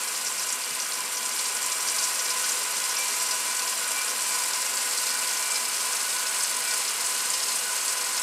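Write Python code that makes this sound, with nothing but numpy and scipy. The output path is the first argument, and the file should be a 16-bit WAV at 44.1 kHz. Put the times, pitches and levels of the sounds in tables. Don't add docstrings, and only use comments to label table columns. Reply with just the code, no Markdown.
import sys
import numpy as np
from scipy import signal
from scipy.fft import rfft, irfft, next_fast_len
from scipy.io import wavfile
from scipy.ndimage import uniform_filter1d, map_coordinates

SR = 44100
rng = np.random.default_rng(int(sys.argv[2]) if len(sys.argv) > 2 else 0)


def inscribe(sig):
    pcm = np.round(np.clip(np.atleast_2d(sig).T, -1, 1) * 32767)
    wavfile.write(sys.argv[1], SR, pcm.astype(np.int16))


def volts(x):
    e = np.asarray(x, float) / 20
    return 10 ** e


N = 362502


def jet_roar():
    # freq_hz, level_db
    jet_spectrum = [(200, -56), (320, -18), (500, -3.5), (800, -4.5), (1150, 0.5), (1400, -2), (1760, -1),
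                    (2100, 0), (2600, -3), (3150, -1), (3800, -6.5), (4300, -4), (6500, -43), (11000, -60)]
    roar = rng.standard_normal(N) * volts(0.7 * flutter([50])[0])
    return coloured(roar, jet_spectrum)


def basket_wall(x):
    # centre_hz, width_hz (its size alone counts), lift_db
    wall_modes = [(152, 23, 5.8), (183, 8, 9.0), (239, 26, 13.0), (403, 24, 5.3), (498, 15, 6.6),
                  (611, 18, -8.2), (655, 27, 5.0), (720, 6, 5.5), (755, 45, -5.4), (786, 15, 6.5),
                  (858, 17, 4.6), (1018, 137, 4.7), (1271, 16, 5.9), (1429, 9, 7.1), (1486, 40, 7.3),
                  (1637, 39, 4.6), (1778, 72, -5.0), (2084, 57, 3.8), (2418, 36, 3.6), (2582, 90, 6.4),
                  (2829, 8, 5.6), (2868, 86, 5.7), (3157, 38, -4.9), (3239, 25, 1.7), (3372, 9, 7.0),
                  (3630, 24, 5.3), (3683, 16, 4.1), (3940, 10, 9.2), (3990, 10, 3.3)]
    return ringing(x, wall_modes)


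def steel_tones(flow_db):
    # centre_hz, width_hz
    tones = [(1009, 34), (1476, 22), (1894, 12), (2345, 11)]
    # time_s, tone_hz, lift_db, length_s
    swells = [(.1, 2345, 7, 0.087), (.64, 1476, -5, 0.22), (1.03, 1009, 4, .06), (7.5, 2345, -7, 0.68),
              (1.653, 1009, 7, 0.027), (1.74, 1476, -9, 0.089), (1.74, 2345, 2, 0.11),
              (.74, 1009, -7, 0.045), (2.2, 1476, 3.5, 0.36), (3.015, 2345, 10, 0.087),
              (3.16, 1476, -14, .1), (3.37, 1476, 4, 0.086), (3.41, 2345, 2, 0.091),
              (3.658, 1009, 5, 0.099), (3.948, 1476, 8, 0.15), (3.97, 2345, 9.5, 0.073),
              (4.34, 1009, 3, 0.14), (4.35, 1894, 5, 0.11), (4.45, 1476, -1, .2), (5.26, 1009, 4.5, 0.086),
              (5.28, 1476, 7, 0.1), (5.54, 2345, 3.5, .2), (5.79, 1009, 2, 0.091), (6.2, 1476, 5, 0.23),
              (6.71, 1476, 5, .1), (6.706, 1894, 10, 0.082), (6.704, 2345, 12, .05),
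              (7.51, 1476, -10, 0.095), (7.627, 1009, -9, 0.067), (7.7, 1476, 12, 0.055)]
    usual_db, flicker_db = [-43.5, -48, -53.5, -47.5], 2
    out, clock = np.zeros(N), np.arange(N) / SR
    tones_hz = np.transpose(tones)[0]
    for k, (centre, width) in enumerate(tones):
        def resonance(f):
            damping = 1j * f * width
            return (damping / (centre * centre - f * f + damping)) ** 2

        tone = filtered(rng.standard_normal(N), resonance)
        swing = np.sqrt(np.abs(uniform_filter1d(tone ** 2, size=900))) + 1e-9
        evened = unit(tone / np.sqrt(swing))
        lift_db = np.zeros(N)
        for s, hz, db, length in swells:
            if np.abs(tones_hz - hz).argmin() == k:
                lift_db += db * np.exp(-((clock - s) / length) ** 2)
        out += volts(usual_db[k] + flow_db + lift_db + flicker_db * wobble(14)) * evened
    return out


def spray_and_mist():
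    # freq_hz, level_db
    heavy_spectrum = [(1500, -28), (3000, -10.5), (3900, 2), (4500, 3.5), (5500, 0.5), (6800, -4),
                      (8000, -3), (16000, -45)]
    fine_spectrum = [(3500, -34.5), (5000, -14), (6000, -5), (7000, -3.5), (8500, 2.5), (9700, -2.5),
                     (10500, -6.5), (12000, -10.5), (16000, -32)]
    mist_spectrum = [(6000, -46), (9000, 2), (10500, 1), (12000, 2), (13500, -4.5), (15000, -6),
                     (16000, -26)]
    quick = flutter(rng.uniform(60, 90, 4))
    shared_db = 0.27 * quick[0] + 1.29 * wobble(170) + 0.55 * wobble(9) + 0.4 * wobble(5)

    def patter():
        many = drops(per_s=2000, spread_db=5)
        few = drops(per_s=430, spread_db=1)
        return rng.standard_normal(N) + 0.64 * many + 0.41 * few

    low = coloured(volts(shared_db + 0.52 * quick[1]) * patter(), heavy_spectrum)
    high = coloured(volts(shared_db + 0.81 * quick[2]) * patter(), fine_spectrum)
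    mist = patter() * volts(0.41 * shared_db + 1.7 * quick[3])
    return volts(-5) * low + high, coloured(mist, mist_spectrum)


def splats():
    # time_s, peak_db, centre_hz
    heavy_clumps = [(0.267, -18, 5690), (0.3944, -18, 5680), (0.4303, -20, 5790), (0.526, -16.5, 6770),
                    (0.8011, -18.5, 5800), (1.1697, -16, 5900), (1.3895, -15, 4230), (1.4551, -17, 4940),
                    (1.8856, -14, 5670), (1.9844, -14.5, 4930), (2.0364, -13, 5900), (2.192, -14.5, 5850),
                    (2.3019, -15, 5130), (2.443, -15, 4900), (2.4922, -13, 6800), (2.965, -15, 5200),
                    (3.31, -13, 4920), (3.675, -17, 5100), (4.21, -20, 5800), (4.5316, -15, 5160),
                    (5.068, -17, 5080), (5.5568, -15.5, 5000), (6.266, -15.5, 5000), (6.445, -15.5, 5120),
                    (6.7072, -17, 5060), (6.878, -15, 5230), (7.3372, -14, 5120), (7.4245, -17, 5140),
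                    (7.4842, -14, 5230), (8.1763, -15.5, 5150)]
    # time_s, peak_db, centre_hz
    loud_ticks = [(0.5252, -12.5, 9030), (0.9358, -16, 9450), (1.261, -14, 7420), (1.3932, -12, 8700),
                  (1.55, -14, 9010), (1.6282, -14, 7660), (1.6631, -11, 8800), (1.72, -12.5, 7440),
                  (1.8991, -14, 8800), (1.9904, -15, 7470), (2.041, -12.5, 7360), (2.5202, -11, 7420),
                  (2.818, -16, 7630), (3.5688, -15, 7630), (3.6716, -18, 7850), (3.8786, -13, 9380),
                  (4.4363, -14, 8580), (4.7701, -17, 7730), (4.9117, -15, 7490), (5.3353, -14, 8200),
                  (5.5194, -9.5, 7850), (6.4378, -12, 8290), (6.567, -10.5, 9170), (6.7441, -20, 9950),
                  (6.7655, -16, 9120), (7.0633, -16, 8160), (7.3028, -10, 8310), (7.5597, -13, 8250),
                  (7.8805, -13, 8150), (8.1978, -12, 8250)]
    small_clumps = scattered(count=90, db=-21.5, hz=5450, spread_db=2.5, spread_hz=880)
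    small_ticks = scattered(count=160, db=-21.5, hz=8600, spread_db=7.5, spread_hz=590)
    snaps = scattered(count=300, db=-23, hz=5050, spread_db=9, spread_hz=850)
    clumps = bursts(heavy_clumps + small_clumps, rise=0.0017, fall=0.01, snap=4.4,
                    narrow_hz=500, broad_hz=2680, broad_db=5.5)
    ticks = bursts(loud_ticks + small_ticks, rise=0.00037, fall=0.0057, snap=8.3,
                   narrow_hz=1200, broad_hz=2400, broad_db=3)
    crackle = bursts(snaps, rise=0.0003, fall=0.0029, snap=5.5,
                     narrow_hz=900, broad_hz=3050, broad_db=0)
    return volts(-5) * clumps + volts(-3.5) * ticks + volts(-5) * crackle


def tub_hollow(x, view):
    # centre_hz, width_hz, lift_db from each of three viewpoints
    cavity_modes = [(4160.0, 70.0, 5.0, 5.0, 6.0), (4600.0, 290.0, 4.0, 5.0, 4.5),
                    (5020.0, 90.0, 6.0, 5.0, 2.0), (5140.0, 110.0, 5.0, 6.0, 8.5),
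                    (5440.0, 90.0, 4.5, 4.5, 4.5), (5790.0, 140.0, 9.5, 9.0, -0.0),
                    (5900.0, 330.0, 0.0, -2.5, 4.0), (6400.0, 330.0, 3.5, 4.0, 3.5),
                    (6650.0, 320.0, 2.5, 2.5, 3.0), (6910.0, 60.0, 4.0, 4.5, 5.0),
                    (7150.0, 60.0, 3.5, 2.5, 4.0), (7390.0, 200.0, 7.5, 7.0, 6.0),
                    (7630.0, 90.0, 5.5, 5.5, 1.5), (7910.0, 190.0, 2.0, 4.5, 4.5),
                    (8150.0, 90.0, 0.0, 3.5, 3.5), (8330.0, 140.0, -0.5, -2.0, 4.0),
                    (8600.0, 140.0, 3.0, 3.0, -1.0), (8760.0, 70.0, 2.5, 3.0, 1.0),
                    (8980.0, 190.0, 4.0, 1.0, -1.5), (9150.0, 100.0, -1.0, 2.0, 6.0),
                    (9390.0, 100.0, 5.5, 6.5, 4.0), (9940.0, 290.0, 1.0, 1.5, 3.5),
                    (10820.0, 330.0, 2.5, 3.0, 1.5), (11320.0, 140.0, 2.5, 2.5, 1.5)]
    heard = np.zeros(N)
    for k in range(3):
        modes = [(centre, width, lifts[k]) for centre, width, *lifts in cavity_modes]
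        share = np.clip(1 - np.abs(view - k), 0, 1)
        heard += share * ringing(x, modes)
    t = np.arange(SR // 8) / SR
    tail = rng.standard_normal(len(t)) * volts(-60 * t / 0.12) * (t > 0.002)
    echo = signal.fftconvolve(heard, tail / np.linalg.norm(tail))[:N]
    return heard + volts(-15) * echo


def camera_bump():
    # time_s, level_db, pitch_hz, t60_s
    knocks = [
        (.7, -35, 150, 0.096),
        (.7, -46, 246, .12),
        (.7, -50, 90, 0.2),
    ]
    out = np.zeros(N)
    for s, db, hz, t60 in knocks:
        t = np.maximum(np.arange(N) / SR - s, 0)
        onset = (1 - np.exp(-t / 0.008)) ** 2
        out += volts(db - 60 * t / t60) * onset * np.sin(2 * np.pi * hz * t)
    return out


def room_hum():
    # freq_hz, level_db
    hum_spectrum = [(25, -30), (60, -13), (100, -11.5), (130, -4), (200, -8), (320, 0.5), (450, 1),
                    (900, -35)]
    return coloured(rng.standard_normal(N), hum_spectrum)


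def bursts(events, rise, fall, snap, narrow_hz, broad_hz, broad_db):
    s, db, hz = np.transpose(events)
    t = np.arange(2048) / SR
    envelope = (1 - np.exp(-t / rise)) * np.exp(-t / fall)
    grit = rng.standard_normal((len(s), len(t))) * envelope
    grit[:, 0] += snap
    off_hz = np.fft.rfftfreq(2 * len(t), 1 / SR) - hz[:, None]
    band = np.exp(-(off_hz / narrow_hz) ** 2) + volts(broad_db) * np.exp(-(off_hz / broad_hz) ** 2)
    body = np.roll(irfft(rfft(grit, 2 * len(t)) * band), len(t) // 2, axis=1)
    body = body * (volts(db) / np.abs(body).max(axis=1))[:, None]
    at = np.round(s * SR).astype(int)[:, None] + np.arange(2 * len(t))
    return np.bincount(at.ravel(), body.ravel(), N + SR)[len(t) // 2:][:N]


def scattered(count, db, hz, spread_db, spread_hz):
    when, size, pitch = rng.uniform(-0.9, 1, (count, 3)).T
    s = (np.arange(count) + 0.5 + when / 2) / count * N / SR
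    return list(zip(s, db + spread_db * size, hz + spread_hz * pitch))


def drops(per_s, spread_db):
    hit, size = rng.random(N), rng.standard_normal(N)
    strength = volts(spread_db * np.minimum(np.abs(size), 2.5))
    return unit((hit < per_s / SR) * strength * np.sign(size))


def wobble(rate):
    knots = rng.standard_normal(int(N * rate / SR) + 4)
    return map_coordinates(knots, [np.arange(N) * rate / SR])


def flutter(rates):
    fast = np.array([wobble(rate) for rate in rates])
    return fast - uniform_filter1d(fast, size=SR // 20, axis=1)


def ringing(x, modes):
    def response(f):
        out = np.ones(len(f), complex)
        for centre, width, db in modes:
            damping = 1j * f * abs(width)
            out = out * (1 + (volts(db) - 1) * damping / (centre * centre - f * f + damping))
        return out

    return filtered(x, response)


def coloured(x, points):
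    f, db = np.transpose(points)
    return unit(filtered(x, lambda hz: volts(np.interp(np.log(hz + 1), np.log(f + 1), db))))


def filtered(x, response):
    m = next_fast_len(N + SR // 2)
    return irfft(rfft(x, m) * response(np.fft.rfftfreq(m, 1 / SR)), m)[:N]


def unit(x):
    return x / np.sqrt(np.mean(x ** 2) + 1e-20)


def scene():
    # time_s, level_db over full flow
    flow = [(0, -2), (.46, -2.5), (1.08, -2.5), (1.75, -0.5), (2.43, 0.1), (3.66, -0.34), (4.26, -0.25),
            (5.59, 0.07), (6.3, -0.1), (7.03, 0), (7.7, -0.4), (8.22, -0.5)]
    # time_s, viewpoint (0-2, no unit)
    drift = [
        (0, 0.29),
        (3.1, 0.2),
        (3.9, 0.46),
        (4.9, 1.2),
        (5.5, 1.8),
        (8.22, 2.4),
    ]
    clock = np.arange(N) / SR
    flow_db = np.interp(clock, *np.transpose(flow))
    view = np.clip(np.interp(clock, *np.transpose(drift)), 0, 2)
    jet_db = 0.79 * flow_db
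    spray_db = -34.5 + 1.5 * flow_db
    mist_db = -39 + 0.88 * flow_db
    fine, mist = spray_and_mist()
    splash = volts(spray_db) * fine + volts(mist_db) * mist + volts(-0.5) * splats()
    wall = basket_wall(volts(-37 + jet_db) * jet_roar() + volts(-58.5) * room_hum())
    mono = wall + steel_tones(jet_db) + tub_hollow(splash, view) + camera_bump()
    return np.array([mono, mono])


def low_pass(x):
    return signal.sosfilt(signal.butter(12, 15710, fs=SR, output="sos"), x)


def record(dry):
    thin = filtered(dry[0], lambda f: (1j * f / (1j * f + 75)) ** 4)
    return low_pass(np.array([thin, thin]))


dry = scene()
out = record(dry)
inscribe(out)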